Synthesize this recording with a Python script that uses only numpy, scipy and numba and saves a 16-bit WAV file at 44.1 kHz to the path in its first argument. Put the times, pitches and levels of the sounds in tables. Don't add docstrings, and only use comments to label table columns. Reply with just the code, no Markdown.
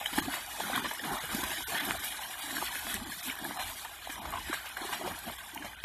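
import sys
import numpy as np
from scipy import signal
from scipy.io import wavfile
from scipy.ndimage import uniform_filter1d
from numba import njit

SR = 44100
rng = np.random.default_rng(int(sys.argv[2]) if len(sys.argv) > 2 else 0)


def attenuation_scalar(level_db):
    decades = np.asarray(level_db, float) / 20
    return 10 ** decades


def put_to_file(sound):
    columns = np.atleast_2d(sound).T
    safe = np.clip(columns, -1, 1)
    whole_steps = np.round(safe * 32767)
    wavfile.write(sys.argv[1], SR, whole_steps.astype(np.int16))


N = 257544

# start in seconds, gulping in dB, large bubbles in dB, hold in seconds.
PLUNGES = [(.0, -57.5, -39, 0.014), (0.185, -37.5, -39, 0.026), (0.26, -43, -60, 0.027),
           (0.347, -54, -41, 0.036), (0.632, -44.5, -46, 0.03), (0.74, -39.5, -41, 0.06),
           (0.852, -43.5, -49, 0.0054), (0.924, -60, -43.5, 0.012), (1.059, -42, -43.5, 0.088),
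           (1.15, -62, -41, 0.03), (1.312, -45, -41, 0.086), (1.42, -52.5, -42.5, 0.11),
           (1.737, -41, -36, 0.029), (1.845, -44, -43, 0.097), (2.49, -52, -52.5, 0.12),
           (2.63, -55, -45, 0.017), (2.85, -52.5, -49, 0.059), (2.95, -47, -51, 0.14),
           (3.282, -47, -54, 0.013), (3.42, -44, -50.5, 0.099), (3.581, -49.5, -37.5, 0.01),
           (4.144, -57, -46, 0.037), (4.201, -51, -44, 0.096), (4.332, -50, -42.5, 0.058),
           (4.484, -48.5, -49, 0.051), (4.811, -53, -44, 0.032), (4.913, -48.5, -44.5, 0.044),
           (5.026, -43.5, -43, 0.085), (5.277, -42, -53, 0.0072), (5.57, -56, -52, 0.14)]
PLUNGE_RISE_DB_S, PLUNGE_FALL_DB_S = 316, 289
# start in seconds, small bubbles in dB, spray in dB,
# hold in seconds.
THROWS = [(.005, -42.5, -60, 0.089), (0.172, -36.5, -35, 0.02), (0.326, -39.5, -39, 0.033),
          (0.533, -56, -42.5, 0.084), (0.743, -34.5, -46, 0.04), (0.85, -38, -56, 0.013),
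          (0.92, -50, -54, 0.017), (1.047, -42.5, -47, 0.26), (1.355, -42, -38, 0.062),
          (1.466, -41.5, -48, 0.14), (1.749, -35, -37.5, 0.051), (1.897, -42, -40, 0.028),
          (2.038, -40.5, -40.5, 0.048), (2.215, -42.5, -45.5, 0.031), (2.395, -42.5, -42, 0.016),
          (2.562, -40, -38.5, 0.029), (2.647, -37.5, -41, 0.033), (2.756, -46.5, -43.5, 0.2),
          (2.913, -38.5, -42, 0.045), (3.112, -46.5, -40.5, 0.15), (3.281, -40.5, -42, 0.04),
          (3.427, -44, -44, 0.021), (3.587, -38, -45, 0.034), (4.534, -48, -44, 0.013),
          (4.66, -56, -58, 0.017), (4.128, -45, -41, 0.011), (4.348, -41.5, -67, 0.029),
          (4.48, -43, -50, 0.1), (4.806, -43, -53, 0.018), (4.931, -41, -37.5, 0.016),
          (5.065, -45, -47, 0.052), (5.284, -50, -45, 0.021), (5.537, -49, -71, 0.029),
          (5.661, -47, -47.5, 0.017)]
THROW_RISE_DB_S, THROW_FALL_DB_S = 384, 286
# pitch in Hz, strength in dB.
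BUBBLE_TONE = [(550, -6), (800, 2.5), (1100, -2.5), (1350, -4), (1650, -3.5), (2200, -8), (3100, -5),
               (4200, -6.5)]
LOW_CUT = signal.butter(8, 36, "high", fs=SR, output="sos")


def at_hz(points, hz):
    table_hz, db = np.transpose(points)
    return np.interp(np.log(hz), np.log(table_hz), db)


def rms_one(x):
    return x / np.sqrt(np.mean(x ** 2) + 1e-20)


def band(x, low_hz, high_hz):
    edges = [low_hz, min(high_hz, .45 * SR)]
    return signal.sosfilt(signal.butter(2, edges, "band", fs=SR, output="sos"), x)


def part(x, low_hz, high_hz):
    return rms_one(band(band(x, low_hz, high_hz), low_hz, high_hz))


def drift(rate):
    r = np.exp(-40 * np.pi * rate / SR)
    slow = signal.lfilter([1], [1, -2 * r, r * r], rng.standard_normal(N // 20 + 2002))[2000:]
    return np.interp(np.arange(N) / 20, np.arange(len(slow)), rms_one(slow))


def strokes(s, db, hold_s, rise_db_s, fall_db_s, rest_db):
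    late = np.arange(0, N + 64, 64)[:, None] / SR - s
    rising_db = rise_db_s * np.minimum(late, 0)
    falling_db = fall_db_s * np.maximum(late - np.abs(hold_s), 0)
    power = attenuation_scalar(2 * (db + rising_db - falling_db)).sum(axis=1)
    power = np.interp(np.arange(N) / 64, np.arange(len(late)), power)
    return np.sqrt(power + attenuation_scalar(2 * rest_db))


@njit
def rings(start, gain, step, cycles, rise, swell, size):
    out = np.zeros(size)
    for k in range(len(start)):
        turns = 0.0
        for i in range(max(start[k], 0), size):
            turns += step[k] * (1 + rise[k] * turns)
            if turns > cycles[k]:
                break
            age = 10 * turns / cycles[k] / swell
            out[i] += gain[k] * (age * np.exp(1 - age)) ** swell * np.sin(2 * np.pi * turns)
    return out


def swarm(per_s, low_hz, high_hz, cycles, rise, spread_db, clump, tone=None):
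    luck, crowd = rng.random((6, N)), drift(clump)
    born = np.flatnonzero(luck[0] < per_s * attenuation_scalar(4.3 * crowd) / SR)
    size, pitch, life, climb, sign = luck[1:, born]
    hz = low_hz * (high_hz / low_hz) ** pitch
    gain = attenuation_scalar(spread_db * np.minimum(-np.log(size + 1e-9), 5.0)) * np.sign(sign - .5)
    if tone:
        gain = gain * attenuation_scalar(at_hz(tone, hz))
    return rms_one(rings(born, gain, hz / SR, cycles * (.5 + life), rise * 2 * climb, 0.86, N))


def puddle_unrest():
    # time in seconds, level in dB.
    unrest = [(0, -43.5), (.13, -40.5), (.45, -42.5), (.66, -39.5), (1.0, -41.5), (1.6, -39), (1.95, -38.5),
              (2.15, -41), (2.35, -41.5), (2.78, -39.5), (3.02, -43), (3.4, -43.5), (3.71, -40.5),
              (4.04, -46), (4.39, -43.5), (5.01, -43.5), (5.5, -44), (5.76, -48.5)]
    s, db = np.transpose(unrest)
    return np.interp(np.arange(N) / SR, s, db)


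def swing(unrest_db, share_db, follows):
    mean_db = unrest_db.mean()
    return mean_db + share_db + follows * (unrest_db - mean_db)


def gulps():
    # start in seconds, peak in dB, pitch in Hz, length in cycles.
    pockets = [(0.129, -36, 272, 9.5), (0.183, -21, 284, 8.3), (0.275, -29.5, 261, 15),
               (0.725, -38, 260, 18), (0.77, -35, 266, 11), (1.052, -33.5, 273, 11), (1.236, -41, 148, 6.6),
               (1.348, -24.5, 229, 5.5), (1.433, -30, 285, 5), (1.507, -43, 350, 13), (1.682, -42, 420, 25),
               (1.819, -40, 268, 21), (1.906, -29, 193, 1.9), (2.438, -44, 283, 15), (2.472, -43, 270, 16),
               (2.523, -40.5, 253, 19), (2.581, -35.5, 282, 7.9), (2.621, -37, 345, 16),
               (2.943, -37, 207, 14), (2.958, -44, 292, 11), (3.018, -35.5, 240, 6.7), (3.042, -42, 192, 5),
               (3.06, -44, 316, 13), (3.169, -49, 170, 7.8), (3.271, -40.5, 245, 22), (3.448, -35, 317, 17),
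               (3.487, -38.5, 273, 20), (4.095, -40.5, 280, 10.6), (4.499, -28, 310, 7.1),
               (4.817, -35.5, 322, 8.7), (4.851, -35.5, 372, 9.8), (4.894, -39.5, 373, 10),
               (4.999, -42, 380, 13), (5.036, -34.5, 335, 36), (5.283, -50, 195, 3.2),
               (5.535, -44, 318, 10), (5.568, -39, 284, 6.3), (5.601, -42, 280, 25), (5.642, -42, 208, 11)]
    s, db, hz, cycles = np.transpose(pockets)
    start = ((s - .003) * SR).astype(int)
    rise = 0.0095 + 0 * s
    return rings(start, attenuation_scalar(db - 2.0), hz / SR, 0.87 * np.clip(cycles, 2, 30), rise, 2.2, N)


def low_gulping(unrest_db):
    s, db, _, hold_s = np.transpose(PLUNGES)
    rest_db = swing(unrest_db, share_db=-23, follows=3.2)
    gain = strokes(s, db, hold_s, PLUNGE_RISE_DB_S, PLUNGE_FALL_DB_S, rest_db)
    slosh = part(rng.standard_normal(N), 115.5, 396)
    bubbles = swarm(140, 203.3, 396, cycles=13.7, rise=0.011, spread_db=3.5, clump=10.5)
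    return gain * attenuation_scalar(-5.5) * (slosh + bubbles)


def large_bubbles(unrest_db, sheet):
    s, _, db, hold_s = np.transpose(PLUNGES)
    gain = strokes(s, db, hold_s, PLUNGE_RISE_DB_S, PLUNGE_FALL_DB_S, unrest_db - 9)
    large = swarm(260, 599.3, 1390, cycles=43.0, rise=0.006, spread_db=2.0, clump=12, tone=BUBBLE_TONE)
    return gain * (attenuation_scalar(-8) * part(sheet, 500, 1400) + attenuation_scalar(-2) * large)


def bursts(s, peak_db, decay_s):
    kicks, r = np.zeros(N), np.exp(-1 / (decay_s * SR))
    kicks[np.minimum((s * SR).astype(int), N - 1)] = attenuation_scalar(peak_db) * np.e * (1 - r)
    return signal.lfilter([1], [1, -2 * r, r * r], kicks + 1e-18) * rng.standard_normal(N)


def pops(rows, cycles, brood_db):
    s, db, hz, crack_db = np.transpose(rows)
    crack = band(bursts(s - .005, db + crack_db - 13.0, 0.0065), 520, 3370)
    is_brood = (np.arange(5) > 0)[:, None]
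    late, apart, size = rng.standard_normal((3, 5, len(s))) * is_brood
    s = (s + 0.01 * (np.abs(late) - 0.394 * is_brood)).ravel()
    hz = (hz * 2 ** (0.302 * (apart + np.abs(size) / 2))).ravel()
    db = (db + 2 * size + brood_db * is_brood).ravel()
    cycles = 2.0 * cycles * np.sqrt(hz / 1000)
    start = ((s - .0025) * SR).astype(int)
    return crack + rings(start, attenuation_scalar(db - 13.5), hz / SR, cycles, 0.0029 + 0 * s, 0.84, N)


def bloops():
    # start in seconds, peak in dB, pitch in Hz, crack in dB over the peak.
    large_bursts = [(.014, -23, 790, -7), (.134, -27, 930, 10), (.286, -20, 714, -25), (.34, -20, 990, -5),
                    (.587, -23, 704, -14), (.604, -17, 687, -4.5), (.701, -17.5, 767, -13),
                    (.779, -14, 1055, -5), (.845, -24, 580, -8), (1.24, -30, 480, -5),
                    (1.131, -19, 1060, -24), (1.293, -27, 1160, -2), (1.436, -20.5, 1060, 6.5),
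                    (1.775, -32, 835, 10), (2.195, -24, 820, -19), (2.225, -26, 1010, -6),
                    (2.625, -19.5, 854, -3), (3.509, -35, 810, -10), (3.572, -25, 784, -11),
                    (3.851, -24.5, 900, -1), (4.072, -35, 760, -26), (4.255, -24, 1000, 1),
                    (4.327, -20, 1130, -22), (4.358, -16.5, 1060, -28), (4.531, -15, 1124, -18),
                    (4.66, -27, 880, 5.5), (4.93, -19.5, 950, 3), (5.013, -20.5, 690, -13),
                    (5.063, -19.5, 730, -14), (5.077, -19, 560, -2), (5.283, -21.5, 690, -15),
                    (5.648, -22, 685, -0.5)]
    return pops(large_bursts, cycles=12, brood_db=-8.5)


def slaps():
    # start in seconds, peak in dB, pitch in Hz, crack in dB over the peak.
    paw_slaps = [(.061, -7.5, 3000, -18), (.183, -15.5, 1700, 4.5), (.859, -16, 1770, 0.5),
                 (.913, -18.5, 1650, 2), (.996, -21.5, 1780, 4.5), (1.039, -20.5, 1580, 1.5),
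                 (1.349, -22.5, 1690, 5.5), (1.575, -20.5, 1800, -16), (1.772, -57, 1580, -13),
                 (2.08, -43, 1540, -34), (2.567, -24, 1506, -17), (2.752, -27, 1940, 8),
                 (2.943, -33, 1750, 11), (3.121, -24, 1670, -13), (3.3, -16.5, 2290, -8),
                 (3.389, -23, 1620, -16), (4.1, -22, 1760, 1.5), (4.532, -12.5, 1600, 0.5),
                 (4.544, -31, 1780, -21), (4.771, -18, 1536, -2), (5.626, -20.5, 1660, -4)]
    return pops(paw_slaps, cycles=13.7, brood_db=-14)


def snaps():
    # start in seconds, peak in dB, pitch in Hz, length in cycles, pitch rise per cycle.
    films = [(1.90902, -10, 1750, 1.45, 0), (2.8685, -21, 1500, 1.6, 0), (5.83925, -18, 1600, 3.4, 0),
             (5.554, -34, 720, 16, .03), (5.337, -33, 9000, 6, 0), (5.569, -38, 1250, 30, .05),
             (2.5675, -21, 1600, 6, 0), (2.9415, -23, 1750, 4, 0), (.1855, -15, 1650, 5, 0),
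             (.0605, -19, 1900, 3, 0), (.6045, -24, 900, 3, 0), (3.509, -27, 900, 3, 0),
             (4.5435, -25, 1750, 5, 0), (.732, -25, 1300, 4, 0), (4.257, -29, 1100, 3, 0),
             (2.755, -26, 1500, 3, 0), (5.576, -31, 2600, 8, .02), (2.6245, -23, 830, 4, 0),
             (4.0725, -30, 800, 4, 0), (3.301, -26, 2300, 4, 0), (4.7722, -30, 1640, 5, 0)]
    s, db, hz, cycles, rise = np.transpose(films)
    return rings((s * SR).astype(int), attenuation_scalar(db), hz / SR, cycles, rise, 3.8, N)


def water_sheets(patchy_db, shared_db):
    # frequency in Hz, density in dB per Hz.
    wash_spectrum = [(260, -47), (450, -11.5), (744, -3.5), (1670, -2.5), (2460, -16.5), (2680, 26.5),
                     (3140, -1.5), (3890, 1), (4830, -30.5), (5260, -39), (6080, -14.5), (10800, -11),
                     (14000, -4)]
    out, together = 0, drift(14)
    edges = 450 * 2 ** np.arange(0, 5.1, 1 / 3)
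    white = rng.standard_normal((2, N))
    for k, (low, high) in enumerate(zip(edges, edges[1:])):
        level_db = at_hz(wash_spectrum, np.sqrt(low * high))
        gain = attenuation_scalar(level_db + shared_db * together + patchy_db * drift(27.0))
        out = out + gain * band(white[k % 2], low, high)
    return out


def small_bubbles(unrest_db, sheet):
    s, db, _, hold_s = np.transpose(THROWS)
    gain = strokes(s, db, hold_s, THROW_RISE_DB_S, THROW_FALL_DB_S, unrest_db - 2.5)
    small = swarm(600, 1385.6, 4460, cycles=83.0, rise=0.00086, spread_db=1.0, clump=12, tone=BUBBLE_TONE)
    patter = swarm(150, 900, 4200, cycles=14, rise=.01, spread_db=2.8, clump=25)
    return gain * (attenuation_scalar(-8) * part(sheet, 1300, 4600) + attenuation_scalar(-3) * small + attenuation_scalar(-8.5) * patter)


def spray_grains(per_s, spread_db):
    luck = rng.random((3, N))
    sizes = attenuation_scalar(spread_db * np.minimum(-np.log(luck[1] + 1e-9), 3.5)) * np.sign(luck[2] - .5)
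    return rms_one(band(sizes * (luck[0] < per_s / SR), 10100, 20000))


def spray(unrest_db, sheet):
    s, _, db, hold_s = np.transpose(THROWS)
    rest_db = swing(unrest_db, share_db=-2, follows=1.65)
    gain = strokes(s, db, hold_s, THROW_RISE_DB_S, THROW_FALL_DB_S, rest_db)
    fizz = swarm(1400, 4445, 12790, cycles=210.0, rise=0.001232, spread_db=-5.5, clump=45.0)
    grains = spray_grains(900, 3.9)
    return gain * (attenuation_scalar(-5) * part(sheet, 4120, 12660) + attenuation_scalar(-11.5) * fizz + attenuation_scalar(-9.0) * grains)


def drop_rings(rows, cycles, trim_db):
    s, db, hz = np.transpose(rows)
    start = ((s - .001) * SR).astype(int)
    cycles = cycles * np.sqrt(hz / 1000)
    return rings(start, attenuation_scalar(db + trim_db), hz / SR, cycles, 0.0014 + 0 * s, 1.02, N)


def lone_drops():
    # start in seconds, peak in dB, pitch in Hz.
    small_drops = [(0.3396, -16, 1830), (0.7282, -39, 1400), (0.834, -36, 1660), (0.9602, -24, 1920),
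                   (1.1688, -12, 1280), (1.4386, -15, 3370), (1.5354, -21, 3000), (1.6531, -30, 1720),
                   (1.728, -31, 1670), (1.7434, -32, 1780), (2.0437, -22, 1610), (2.236, -20.5, 3000),
                   (2.5082, -18, 1800), (2.5817, -13, 1570), (2.616, -15, 1220), (2.6816, -18, 1740),
                   (2.7924, -25, 1800), (3.3122, -19, 3100), (3.4435, -21, 3900), (3.4514, -15, 1670),
                   (3.5716, -21, 1190), (3.849, -20.5, 1750), (4.4712, -27, 1500), (4.6016, -27, 1640),
                   (4.8745, -21, 1750), (4.9315, -34, 1560), (5.4176, -36, 1650), (5.438, -28, 1650),
                   (5.748, -22, 2700), (5.77, -34, 2630), (5.803, -27, 3500)]
    # start in seconds, peak in dB, pitch in Hz.
    big_drops = [(0.16, -28, 810), (0.179, -15.5, 840), (0.323, -29, 990), (0.688, -31, 790),
                 (0.852, -24, 1150), (0.913, -22, 870), (1.418, -28, 940), (1.851, -30, 950),
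                 (1.951, -23.5, 690), (2.606, -39, 820), (2.709, -27.5, 980), (3.273, -30, 860),
                 (4.093, -34, 735), (4.338, -18, 1040), (4.373, -23, 970), (4.384, -24, 1020),
                 (4.645, -31, 875), (4.893, -25.5, 1020), (5.268, -34, 655), (5.299, -36, 790),
                 (5.336, -40, 791)]
    return drop_rings(small_drops, 27, trim_db=-16.5) + drop_rings(big_drops, 17, trim_db=-8.5)


def ticks():
    # start in seconds, peak in dB, lowest frequency in Hz, swell in milliseconds.
    landings = [(.044, -33, 8000, .5), (.0598, -29.5, 4800, 1.4), (.1286, -36, 6000, .5),
                (.182, -25, 4800, 1.5), (.4634, -34, 4800, .4), (.6409, -31, 10000, .6),
                (.572, -34, 9000, .2), (.7607, -23, 7500, 0.34), (.794, -33, 7500, 0.22),
                (.9093, -32, 10000, .7), (0.9368, -28, 6500, 0.36), (1.2126, -37, 10000, .4),
                (1.255, -27, 8000, .4), (1.347, -24, 6000, 1.1), (1.4388, -26, 5500, .5),
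                (1.852, -27, 10500, .5), (1.862, -33, 9000, .4), (2.046, -23, 9500, .5),
                (2.0837, -30, 9000, .6), (2.386, -40, 9000, .4), (2.5686, -29, 4500, 0.5),
                (2.7921, -29, 9000, .4), (2.8908, -29, 10000, .4), (2.941, -22, 5000, 1.3),
                (3.099, -33, 8000, .4), (3.1677, -31, 9500, 0.24), (3.275, -31, 9000, .4),
                (3.2994, -34, 6000, 0.33), (3.3538, -30, 8400, .4), (3.3892, -30, 9500, .4),
                (3.4446, -29, 9500, .4), (3.8487, -28, 8000, 0.29), (4.1026, -41, 5000, .4),
                (4.1225, -31, 8000, .4), (4.3061, -27, 8500, 0.28), (4.3187, -24, 8000, 0.21),
                (4.5366, -30.5, 5000, 2.9), (4.6344, -40, 10000, .4), (4.6594, -34, 4800, 0.23),
                (4.6907, -28, 6000, 0.22), (4.7724, -35, 5000, .6), (4.811, -33, 9000, .4),
                (4.8994, -31, 11000, .4), (4.9282, -45, 4500, .8), (5.189, -29.5, 9500, .4),
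                (5.3153, -30, 10000, 0.43), (5.5424, -31.5, 10000, .3), (5.547, -32.5, 4470, 1.1),
                (5.6486, -38, 5500, .8)]
    out, length = np.zeros(N), 700
    ms = np.arange(length) / SR * 1000
    for s, db, low_hz, swell_ms in landings:
        age = ms / max(swell_ms, .05)
        click = age * np.exp(1 - age) * rng.standard_normal(length)
        click = band(band(click, low_hz, 18000), low_hz, 18000)
        start = int(s * SR)
        out[start:start + length] += attenuation_scalar(db + 2.5) * click / np.abs(click).max()
    return out


def thuds():
    # start in seconds, level in dB, hold in seconds.
    footfalls = [(0.186, -47, 0.063), (0.776, -59, 0.038), (1.127, -54.5, 0.011), (1.327, -51, .03),
                 (1.445, -51, 0.013), (1.67, -56, 0.013), (1.937, -54, 0.037), (2.673, -58, .015),
                 (2.81, -60, .015), (2.983, -46.5, 0.03), (3.653, -52, 0.016), (4.28, -48, 0.047),
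                 (4.35, -52.5, 0.13), (5.104, -55, 0.024), (5.29, -52, 0.0082), (5.656, -56, 0.011),
                 (5.815, -60, .02)]
    gain = strokes(*np.transpose(footfalls), rise_db_s=188, fall_db_s=172, rest_db=-64)
    return gain * part(signal.sosfilt(LOW_CUT, rng.standard_normal(N)), 21.7, 102.6)


def far_field():
    air = part(signal.sosfilt(LOW_CUT, rng.standard_normal(N)), 40, 500)
    drone = part(rng.standard_normal(N), 47.8, 66.3)
    return attenuation_scalar(-67.0) * air + attenuation_scalar(-69.5) * drone


def scene():
    unrest_db = puddle_unrest()
    sheet = water_sheets(patchy_db=1.0, shared_db=-2.0)
    paws = gulps() + low_gulping(unrest_db) + large_bubbles(unrest_db, sheet)
    breaking = bloops() + slaps() + snaps()
    thrown = small_bubbles(unrest_db, sheet) + spray(unrest_db, sheet) + lone_drops() + ticks()
    return (paws + breaking + thrown + thuds() + far_field())[None]


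def smooth(x, bins, frames):
    return uniform_filter1d(uniform_filter1d(x, size=bins, axis=0), size=frames, axis=1)


def patches(shape, bins, frames):
    return rms_one(smooth(rng.standard_normal(shape), bins, frames))


def notches_and_dips(x, warble_db, bar_db, keep_db, drop_db):
    # centre in Hz, half width in Hz, depth in dB.
    notches = [(445, 200, 1), (2690, 59.4, -33), (4780, 90, -21), (6090, 49, -15), (4350, 104, -15),
               (1400, 127, -4)]
    # time in seconds, depth in dB,
    # half length in seconds.
    dropouts = [(.213, -32, .007), (.813, -17, .006), (1.004, -20, .006), (1.197, -16, .007),
                (1.654, -48, .014), (1.793, -16, .006), (1.985, -17, .007), (2.412, -19, .006),
                (3.052, -22, .006), (3.222, -20, .006), (3.585, -18, .006), (4.204, -17, .010),
                (5.377, -17, .005), (5.761, -16, .006)]
    hz, s, frames = signal.stft(x, SR, nperseg=1024, noverlap=768)
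    hz = hz[:, None]

    def wander(rate):
        return np.interp(s * SR, np.arange(N), drift(rate))

    for notch_hz, width_hz, depth_db in notches:
        centre = notch_hz * (1 + 0.013 * wander(2.5))
        hollow = 1.15 + .9 * np.tanh(2.5 * wander(14) - .9)
        frames = frames * attenuation_scalar(depth_db * hollow * np.exp(-((hz - centre) / width_hz) ** 2))

    warble = patches(frames.shape, 4, 14) * np.clip(hz / 4500, .3, 1)
    frames = frames * attenuation_scalar(warble_db * warble)
    rarity = np.where(hz < 6600, 1.65, np.where(hz < 9300, 1.95, 2.4))
    lost = (hz > 4100) * (patches(frames.shape, 4, 8) > rarity)
    frames = frames * attenuation_scalar(-22 * lost)
    thinned = (hz > 4400) * (hz < 9500) * (patches(frames.shape, 15, 6) > 1.75)
    frames = frames * attenuation_scalar(-11 * thinned)

    narrow = smooth(np.abs(frames) ** 2, 3, 9)
    around = uniform_filter1d(narrow, size=41, axis=0)
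    margin = 10 * np.log10(narrow / (around + 1e-20) + 1e-9)
    weak = 1 / (1 + np.exp(np.clip((margin - bar_db) / .7, -30, 30)))
    gated = frames * attenuation_scalar((hz > 2500) * drop_db * weak)
    edge = 13960 + 40 - 260 * (wander(12) > 1)
    gated = gated * attenuation_scalar(-np.clip((hz > edge) * (24 + (hz - edge) / 22), 0, 90))

    bar = np.where(hz > 4200, keep_db - 1.3, keep_db - 4)
    kept = (uniform_filter1d(margin, size=7, axis=0) > bar) | (hz > 12600)
    both = np.stack([gated, gated * kept])
    whole, strongest = signal.istft(both, SR, nperseg=1024, noverlap=768)[1][:, :N]
    t = np.arange(N) / SR
    gap = attenuation_scalar(sum(db * np.exp(-((t - at) / half) ** 4) for at, db, half in dropouts))
    return strongest + gap * (whole - strongest)


def top_cut(x):
    return signal.sosfilt(signal.butter(12, 14450, fs=SR, output="sos"), x)


def record(dry):
    rounded = .3 * np.tanh(dry[0] / .3)
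    mix = notches_and_dips(rounded, warble_db=2.7, bar_db=-5.2, keep_db=3, drop_db=-26)
    return top_cut(mix[None])


dry = scene()
out = record(dry)
put_to_file(out)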